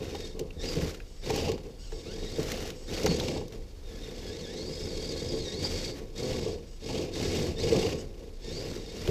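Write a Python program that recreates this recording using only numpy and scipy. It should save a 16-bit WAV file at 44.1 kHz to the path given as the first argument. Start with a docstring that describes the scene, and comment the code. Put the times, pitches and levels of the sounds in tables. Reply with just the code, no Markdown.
"""A small radio-controlled truck crawls over dead branches and dry leaves in a wood.
It sets off in short throttle pulls: gears whine and rasp, the chassis rumbles, tyres scrub bark and
crush leaves, the steering servo buzzes. Twigs snap and sticks knock, loudest near 3 s. From 3.8 s the
motor labours through a long climb; short pulls follow, with a hard double bump at 7.7 s. A last climb
ends at 9 s in crushed leaves, a bump and a snap. Outdoor air rumbles faintly throughout."""
import sys
import numpy as np
from scipy import signal
from scipy.fft import rfft, irfft, next_fast_len
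from scipy.io import wavfile
from scipy.ndimage import uniform_filter1d, map_coordinates

SR = 44100
rng = np.random.default_rng(int(sys.argv[2]) if len(sys.argv) > 2 else 0)


def inscribe(sig):
    """Save sig as 16-bit PCM at rate SR to the path in sys.argv[1].

    A 1-D sig is mono; a 2-D sig holds one channel per row.
    Samples are clipped to [-1, 1] before scaling.
    """
    pcm = np.round(np.clip(np.atleast_2d(sig).T, -1, 1) * 32767)
    wavfile.write(sys.argv[1], SR, pcm.astype(np.int16))


N = 401310
TIME_S = np.arange(N) / SR

# Throttle pulls: (start [s], stop [s], rasp [dB], rasp change [dB], whine [dB], full-speed mesh [Hz],
# shake [dB], scrub [dB], shake and scrub change [dB], crackle [dB], crackle change [dB])
THROTTLE_PULLS = [(-.06, 0.285, -50.5, 21, -58, 1854, -40, -52.5, -8, -62, -4),
                  (0.586, 0.902, -41.5, -12, -60, 2396, -37, -44.5, -0.5, -54, 9),
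                  (1.209, 1.495, -41.5, 2, -52, 2327, -34, -40.5, 5.5, -55.5, -3),
                  (1.90, 2.39, -45.5, 10, -73, 2200, -43, -58, 8, -67.5, 22),
                  (2.346, 2.691, -46.5, 5, -70, 2308, -38.5, -46.5, -1.5, -52, 3.5),
                  (2.859, 3.377, -38.5, 1, -57, 2214, -32.5, -44, 2.5, -55.5, -9.5),
                  (3.827, 4.613, -47.5, 12, -58, 1792, -42.5, -58.5, 6.5, -64.5, -2),
                  (4.529, 5.64, -40, 3, -49.5, 2303, -38, -59.5, 7.5, -63, -1),
                  (5.571, 5.899, -36.5, 2, -49, 2300, -38, -51.5, 7.5, -56, -3),
                  (6.134, 6.531, -38.5, -3, -67, 2292, -35, -48.5, 1.5, -59, -6),
                  (6.79, 7.045, -41.5, 2, -61, 2195, -36, -44, 9, -63.5, 7),
                  (7.105, 7.478, -35.5, 1, -56, 2195, -31.5, -43, 3, -53.5, 2),
                  (7.555, 7.924, -36, -2.5, -52, 2387, -29.5, -40.5, 0, -55, 3),
                  (8.398, 8.764, -44, -2.5, -57, 2400, -39.5, -51.5, 5, -62, 16),
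                  (8.732, 9.10, -47, 3, -60, 2294, -44.5, -55, 16, -66, 34)]
# Whine pitch curves, a brief servo-like arch near 1.85 s, then the climbs: (time [s], tooth mesh [Hz])
PITCH_CURVES = [
    [(1.8, 1384), (1.85, 1540), (1.89, 1380), (1.93, 688), (2.1, 1433), (2.2, 1903), (2.28, 1890),
     (2.35, 2210)],
    [(3.84, 1884), (3.95, 1668), (4.03, 1823), (4.3, 1674), (4.4, 2137), (4.47, 1657), (4.7, 2442),
     (4.85, 2568), (4.97, 2112), (5.09, 2428), (5.15, 2030), (5.28, 2574), (5.33, 2278), (5.38, 2265),
     (5.48, 1880), (5.53, 1870), (5.58, 2294), (5.67, 2390)],
    [(8.41, 1750), (8.51, 1850), (8.55, 2263), (8.65, 2503), (8.8, 1824), (8.95, 1860), (9.0, 2250)],
]


def gear_speed():
    """Tooth mesh in Hz: each pull spins the motor up; the pitch curves override it over their spans."""
    crawl_hz, spin_up_s = 1785.5, .08
    mesh_hz = np.zeros(N)
    for start, _, _, _, _, full_hz, *_ in THROTTLE_PULLS:
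        on = TIME_S >= start
        spin_up = np.clip((TIME_S[on] - start) / spin_up_s, 0, 1) ** 2
        mesh_hz[on] = crawl_hz + (full_hz - crawl_hz) * spin_up
    for curve in PITCH_CURVES:
        times_s, curve_hz = np.transpose(curve)
        on = (TIME_S >= times_s[0]) & (TIME_S <= times_s[-1])
        mesh_hz[on] = np.interp(TIME_S[on], times_s, curve_hz)
    return mesh_hz


# Tooth-mesh harmonics: (multiple, level [dB], labouring boost [dB])
MESH_HARMONICS = [(1, -22, 19), (2, 10.5, -1.5), (3, -7, 7), (4, -16, 8)]
# Gear housing resonances: (centre [Hz], width [Hz], gain [dB])
HOUSING_MODES = [(1685, 71, -4), (2186, 71, 2), (2795, 280, -6), (3290, 67, 4), (3676, 110, 4.5),
                 (3984, 124, 0), (4392, 64, 8.5), (4730, 73, 8), (5140, 394, 2.5), (6010, 470, -1.5),
                 (6580, 312, -1), (7740, 304, -4.5), (10440, 1000, -17.5), (11460, 650, -11)]
# Short swells of whine: (centre time [s], length [s], level [dB])
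WHINE_SWELLS = [(0.624, 0.046, -47), (0.697, .07, -44.5), (1.846, .07, -57.5), (2.11, .1, -53),
                (2.266, 0.14, -52), (2.948, .08, -50), (3.112, .07, -41), (4.04, .05, -57),
                (4.301, 0.078, -50), (4.462, 0.074, -46.5), (5.075, 0.049, -46), (5.151, 0.025, -50),
                (5.282, 0.045, -51), (5.494, 0.072, -43.5), (5.655, 0.034, -37), (6.177, 0.024, -52),
                (7.595, 0.041, -45), (8.48, 0.048, -52), (8.58, 0.08, -44.5)]


def gear_whine(mesh_hz):
    """Meshing teeth give a fluttering whine through the housing, with stronger sidebands when racing."""
    racing = np.clip((mesh_hz - 1850) / 550, 0, 1)
    flutter = 1 + .01 * wobble(70) + (.019 + .002 * racing) * wobble(900)
    phase = 2 * np.pi * np.cumsum(mesh_hz * flutter) / SR
    pinion_phase = phase / 11
    tone = np.zeros(N)
    for multiple, db, labour_db in MESH_HARMONICS:
        uneven_teeth = 1 + (.45 + .45 * racing) * np.sin(pinion_phase + 1.5 * wobble(40))  # sidebands
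        harmonic_db = db + labour_db * (1.5 - racing) + 3.35 * wobble(110)
        tone += amp(harmonic_db) * uneven_teeth * np.sin(multiple * phase)
    tone = filtered(tone, lambda f: .5 + np.abs(resonances(HOUSING_MODES, f)))
    tone /= np.sqrt(np.abs(uniform_filter1d(tone ** 2, size=3000)) + 1e-12)  # running rms 1
    pulls = [(start, stop, db, change / 2) for start, stop, _, change, db, *_ in THROTTLE_PULLS]
    throttle = swells(pulls, attack_s=.045, arch_db=-.5, release_db_per_s=252, idle_db=-91)
    swell_power = sum(amp(db) ** 2 * np.exp(-np.minimum((2 * (TIME_S - s) / length_s) ** 2, 20))
                      for s, length_s, db in WHINE_SWELLS)
    load_db = 2.2 * wobble(45)
    return np.sqrt(throttle ** 2 + swell_power) * amp(load_db) * tone


# Tooth clatter spectrum: (frequency [Hz], gain [dB])
RASP_SPECTRUM = [(300, -40), (1200, 1.5), (1800, 0.5), (7800, -0.5), (8800, 19), (11000, -9), (15000, -12)]


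def gear_rasp(mesh_hz):
    """Teeth clatter in the housing, harder once per turn of the spur gear."""
    spur_phase = 2 * np.pi * np.cumsum(mesh_hz / 38) / SR
    clatter = contacts(rate_hz=8300, spread_db=2.5) * amp(1.2 * np.sin(spur_phase) + 2.23 * wobble(130))
    rasp = filtered(clatter, lambda f: resonances(HOUSING_MODES, f) * amp(along(RASP_SPECTRUM, f)))
    pulls = [pull[:4] for pull in THROTTLE_PULLS]
    throttle = swells(pulls, attack_s=.052, arch_db=4, release_db_per_s=228, idle_db=-58.5)
    return amp(-5) * throttle * unit(rasp)


# Hollow body resonances: (centre [Hz], width [Hz], gain [dB])
CHASSIS_MODES = [(83.3, 23, -2), (161.6, 40, -3.5), (261, 123, -5), (359, 71, -1), (438.3, 61.6, 2),
                 (505, 110, -2), (770, 250, -12.5), (1134, 38, -13.5)]
# Body damping: (frequency [Hz], gain [dB])
CHASSIS_SPECTRUM = [(25, -23), (60, 2.5), (520, -0.5), (640, -6.5), (1150, -11), (1600, -39), (3000, -44),
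                    (6000, -80)]
# Sliding and settling, throttle off: (start [s], stop [s], shake [dB], crackle [dB])
IDLE_SLIDES = [(0.313, 0.43, -38.5, -82), (1.593, 1.678, -43.5, -70), (2.768, 2.843, -46.5, -66),
               (3.484, 3.55, -39, -61.5), (5.919, 5.996, -36.5, -57.5), (7.958, 8.035, -41.5, -62),
               (8.132, 8.279, -45, -73)]


def chassis(mesh_hz):
    """Tyre lugs and the drive shaft shake the body, which also rattles briefly after each bump."""
    lugs = contacts(rate_hz=1600, spread_db=3) * amp(wobble(30))
    shaft = ticks(mesh_hz / 18 * (1 + .03 * wobble(60))) * amp(-14 + 6.1 * wobble(5))
    body = filtered(lugs + shaft, lambda f: resonances(CHASSIS_MODES, f) * amp(along(CHASSIS_SPECTRUM, f)))
    pulls = [(start, stop, db, change) for start, stop, *_, db, _, change, _, _ in THROTTLE_PULLS]
    slides = [(start, stop, db, 0) for start, stop, db, _ in IDLE_SLIDES]
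    jolts = [(s, s + .046, db - 16, 0) for s, db, _ in WHEEL_DROPS]
    shake = swells(pulls + slides, attack_s=.069, arch_db=2, release_db_per_s=114, idle_db=-60.5)
    rattle = swells(jolts, attack_s=.0043, arch_db=0, release_db_per_s=260, idle_db=-120)
    return np.hypot(shake, rattle) * unit(body)


# Wheels landing on branches: (time [s], level [dB], favoured ring [Hz])
WHEEL_DROPS = [(0.412, -27, 293), (.565, -30, 120), (0.766, -19.5, 165), (0.823, -18.5, 130),
               (1.304, -22, 425), (1.42, -26.5, 434), (1.49, -17.5, 430), (1.926, -31, 380),
               (2.384, -17.5, 288), (3.043, -16, 397), (3.088, -16, 164.4), (5.335, -23.5, 270),
               (6.463, -21.5, 430), (7.724, -14.5, 425), (7.751, -15, 430), (9.079, -14.5, 299.6)]


def bumps():
    """A dropping wheel thumps the chassis; where it lands sets which modes ring most."""
    track = np.zeros(N)
    for s, db, ring_hz in WHEEL_DROPS:
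        modes = [(hz, mode_db - 11 * abs(np.log2(hz / ring_hz)), 1.9 * np.log(1000) / (np.pi * width_hz))
                 for hz, width_hz, mode_db in CHASSIS_MODES]
        add(track, s, amp(db - 2.5) * blow(modes, attack_s=.0037))
    return track


# Steering moves: (start [s], stop [s], level [dB])
SERVO_MOVES = [(1.06, 1.24, -62), (1.783, 2.038, -56.5), (2.743, 2.886, -57.5), (6.657, 6.79, -62),
               (7.969, 8.03, -50)]
# Servo case resonances: (centre [Hz], width [Hz], gain [dB])
SERVO_MODES = [(2900, 250, 5), (4800, 300, 9), (5500, 340, 9), (6000, 280, 3), (6670, 180, 9),
               (7930, 350, 5.5), (8340, 250, 1)]


def servo():
    """The steering servo's tiny gears buzz in their case in short spurts."""
    mesh_hz, ramp_s = 760, .019
    teeth = ticks(mesh_hz * (1 + .058 * wobble(9.8) + .012 * wobble(200)))
    buzz = filtered(teeth + .76 * rng.standard_normal(N), lambda f: resonances(SERVO_MODES, f) * (f > 2000))
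    gate = sum(amp(db) * np.clip(np.minimum(TIME_S - start, stop - TIME_S) / ramp_s, 0, 1)
               for start, stop, db in SERVO_MOVES)
    return gate * unit(buzz)


# Rubber on bark: (frequency [Hz], gain [dB])
SCRUB_SPECTRUM = [(300, 7), (760, 4), (1000, -8), (1550, -14), (1950, -9), (2200, -5), (2450, -1.5),
                  (2750, 2), (3500, -7), (5500, -5.5), (7500, -15.5), (9000, -24.5), (15000, -27.5)]


def tyres():
    """Rubber catches and slips on rough bark during pulls and slides."""
    slips = contacts(rate_hz=4000, spread_db=3.5) * amp(4 * wobble(90))
    pulls = [(start, stop, db, change) for start, stop, *_, db, change, _, _ in THROTTLE_PULLS]
    slides = [(start, stop, shake_db - 18.5, 0) for start, stop, shake_db, _ in IDLE_SLIDES]
    motion = swells(pulls + slides, attack_s=.088, arch_db=4, release_db_per_s=179, idle_db=-69.5)
    return amp(2.5) * motion * coloured(slips, SCRUB_SPECTRUM)


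# Crushed dry leaves: (frequency [Hz], gain [dB])
LEAF_SPECTRUM = [(500, -11), (950, 6), (1400, 9), (2000, 12.5), (2600, 7.5), (6000, 8.5), (8000, 0),
                 (9200, -5), (11000, -5.5), (13000, -3.5), (15500, -12)]


def leaves():
    """Dry leaves break under the wheels in clumps of tiny, fast-dying cracks."""
    t, t60_s = np.arange(SR // 25) / SR, .026
    cracks = contacts(rate_hz=900, spread_db=4) * amp(1.2 * wobble(55))
    energy = signal.fftconvolve(cracks ** 2, amp(-60 * t / t60_s) ** 2)[:N]
    crackle = np.sqrt(np.abs(energy)) * rng.standard_normal(N)
    pulls = [(start, stop, db, change) for start, stop, *_, db, change in THROTTLE_PULLS]
    slides = [(start, stop, db, 0) for start, stop, _, db in IDLE_SLIDES]
    motion = swells(pulls + slides, attack_s=.058, arch_db=4.5, release_db_per_s=202, idle_db=-76.5)
    return amp(8.5) * motion * coloured(crackle, LEAF_SPECTRUM)


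# Breaking twigs: (time [s], peak [dB], resonance [Hz], width [Hz])
TWIG_SNAPS = [(0.152, -32, 2450, 1490), (.2054, -31.5, 4110, 3000), (.3934, -28, 5230, 6000),
              (0.506, -38.5, 2720, 296), (0.894, -35, 2760, 3000), (.946, -33.5, 2460, 3040),
              (1.0015, -40, 1650, 180), (1.002, -39, 2500, 200), (1.305, -25, 3670, 4000),
              (1.3605, -26, 5000, 9000), (1.5174, -28.5, 3657, 3000), (1.579, -41, 1490, 3080),
              (1.6351, -47, 5510, 3970), (1.921, -37.5, 1970, 3000), (2.43, -29, 5000, 6000),
              (2.518, -22.5, 2470, 8000), (2.703, -28.5, 2710, 3970), (3.033, -25, 5040, 3000),
              (3.061, -16.5, 4590, 4045), (3.066, -21.5, 1390, 1210), (3.198, -24, 3770, 598),
              (3.481, -40, 5527, 5030), (3.524, -38.5, 3313, 2980), (6.889, -37, 2660, 2500),
              (7.7624, -30, 4767, 6187), (8.402, -54, 3562, 3005), (9.076, -23.5, 2600, 2510)]
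# Colour common to all twigs: (frequency [Hz], gain [dB])
TWIG_SPECTRUM = [(200, 13), (800, -14), (1300, 8), (2400, 4.5), (6500, 6), (9000, -6.5), (15000, 1)]


def twigs():
    """Each twig gives a short crack and a splintering tail, coloured by one resonance."""
    track, t = np.zeros(N), np.arange(SR // 12) / SR
    crack_t60_s, tail_t60_s = .024, .08
    decay = amp(-60 * t / crack_t60_s) + amp(-20 - 60 * t / tail_t60_s)
    for s, db, hz, width_hz in TWIG_SNAPS:
        burst = rng.standard_normal(len(t)) * decay
        crack = filtered(burst, lambda f: resonances([(hz, width_hz, 0)], f) * amp(along(TWIG_SPECTRUM, f)))
        add(track, s, amp(db) * crack / np.abs(crack).max())
    return track


# Sticks hitting the truck: (time [s], level [dB])
STICK_KNOCKS = [(0.148, -31.5), (1.302, -27), (1.359, -32), (1.479, -33), (1.578, -42), (1.921, -40.5),
                (3.062, -24.5), (3.21, -31.5), (3.363, -35.5), (3.414, -35.5), (5.65, -34.5), (6.9, -35.5),
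                (7.757, -40)]
# Dead stick modes: (frequency [Hz], level [dB], t60 [s])
STICK_MODES = [(430, -1, .07), (810, 0, .06), (920, -4, .05), (1640, -20, .04), (2480, -16, .04)]


def sticks():
    """Dead sticks knock against the truck and ring briefly."""
    track = np.zeros(N)
    for s, db in STICK_KNOCKS:
        add(track, s, amp(db + 2) * blow(STICK_MODES, attack_s=.0005))
    return track


# Echo decay among trunks: (frequency [Hz], t60 [s])
ECHO_DECAY = [(200, 0.17), (2000, 0.16), (12000, 0.041)]


def woodland_echo(x):
    """Trunks scatter a short echo whose treble dies first."""
    hz, t, noise = signal.stft(rng.standard_normal(SR // 2), SR, nperseg=256)
    decay = amp(-60 * t / along(ECHO_DECAY, hz)[:, None])
    tail = signal.istft(noise * decay, SR, nperseg=256)[1]
    return signal.fftconvolve(x, tail / np.linalg.norm(tail))[:N]


# Outdoor air: (frequency [Hz], gain [dB])
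AIR_SPECTRUM = [(10, -52), (20, -10.5), (28, 1.5), (42, -7.5), (70, -13.5), (150, -26), (450, -33.5),
                (700, -39.5), (1500, -49.5), (5000, -56), (9000, -56), (15000, -60)]


def air():
    """Low outdoor rumble with a deep wavering hum and a trace of hiss."""
    hum_hz = 28 + 1.474 * wobble(5.2)
    hum = np.sin(2 * np.pi * np.cumsum(hum_hz) / SR)
    rumble_db = -43.5 + wobble(2.06)
    return amp(-49) * hum + amp(rumble_db) * coloured(rng.standard_normal(N), AIR_SPECTRUM)


def swells(rows, attack_s, arch_db, release_db_per_s, idle_db):
    """Gain from (start [s], stop [s], level [dB], change [dB]) rows; each sags by arch_db at its ends."""
    power = np.full(N, amp(idle_db) ** 2)
    for start, stop, db, change_db in rows:
        on = (TIME_S > start) & (TIME_S < stop + 1)
        t = TIME_S[on]
        attack = np.clip((t - start) / attack_s, 0, 1)
        from_middle = np.clip((t - start) / (stop - start), 0, 1) - .5
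        hold_db = db + change_db * from_middle - arch_db * (2 * from_middle) ** 2
        release_db = release_db_per_s * np.maximum(t - stop, 0)
        power[on] += (attack * amp(hold_db - release_db)) ** 2
    return np.sqrt(power)


def blow(modes, attack_s):
    """One strike on (frequency [Hz], level [dB], t60 [s]) modes, each varied at random; peak 1."""
    t = np.arange(SR // 4) / SR
    ring = np.zeros(len(t))
    for hz, db, t60_s in modes:
        strength, detune = rng.standard_normal(2)
        ring += amp(db + 2 * strength - 60 * t / t60_s) * np.sin(2 * np.pi * hz * (1 + .03 * detune) * t)
    ring *= 1 - np.exp(-t / attack_s)
    return ring / np.abs(ring).max()


def contacts(rate_hz, spread_db):
    """Tiny impacts at random times with log-normal sizes; rms 1."""
    hits = rng.random(N) < rate_hz / SR
    size_db = spread_db * np.clip(rng.standard_normal(N), -3, 2.3)
    return unit(hits * amp(size_db) * rng.choice([-1, 1], N))


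def ticks(rate_hz):
    """One impulse per cycle; rms 1."""
    return unit(np.diff(np.floor(np.cumsum(rate_hz) / SR), prepend=0))


def wobble(rate_hz):
    """Smooth random curve with rate_hz knots per second."""
    knots = rng.standard_normal(int(N * rate_hz / SR) + 4)
    return map_coordinates(knots, [TIME_S * rate_hz])


def resonances(modes, f):
    """Causal response of (centre [Hz], width [Hz], gain [dB]) modes, alternating in sign."""
    return sum((-1) ** k * amp(db) * 1j * f * width / (hz * hz - f * f + 1j * f * width)
               for k, (hz, width, db) in enumerate(modes))


def filtered(x, response):
    """Apply a complex frequency response."""
    size = next_fast_len(len(x) + 8192)
    return irfft(rfft(x, size) * response(np.fft.rfftfreq(size, 1 / SR)), size)[:len(x)]


def coloured(x, spectrum):
    """Shape by (frequency [Hz], gain [dB]) points; rms 1."""
    return unit(filtered(x, lambda f: amp(along(spectrum, f))))


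def along(points, hz):
    """Read (frequency [Hz], value) points on a log axis."""
    point_hz, values = np.transpose(points)
    return np.interp(np.log(hz + 1), np.log(point_hz + 1), values)


def amp(db):
    """Decibels to gain."""
    return 10 ** (np.asarray(db) / 20)


def unit(x):
    """Scale to rms 1."""
    return x / np.sqrt(np.mean(x ** 2) + 1e-20)


def add(track, start_s, sound):
    """Mix a sound into the track."""
    part = track[round(start_s * SR):][:len(sound)]
    part += sound[:len(part)]


def scene():
    """The truck and what it runs over, among the trees; mono."""
    mesh_hz = gear_speed()
    truck = chassis(mesh_hz) + bumps() + gear_whine(mesh_hz) + gear_rasp(mesh_hz) + servo()
    near = truck + sticks() + tyres() + leaves() + twigs()
    return (near + amp(-17.5) * woodland_echo(near) + air())[None]


def record(dry):
    """Steep low-pass."""
    cutoff_hz = 15400
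    return np.array([filtered(x, lambda f: 1 / (1 + (f / cutoff_hz) ** 200)) for x in dry])


dry = scene()
out = record(dry)
inscribe(out)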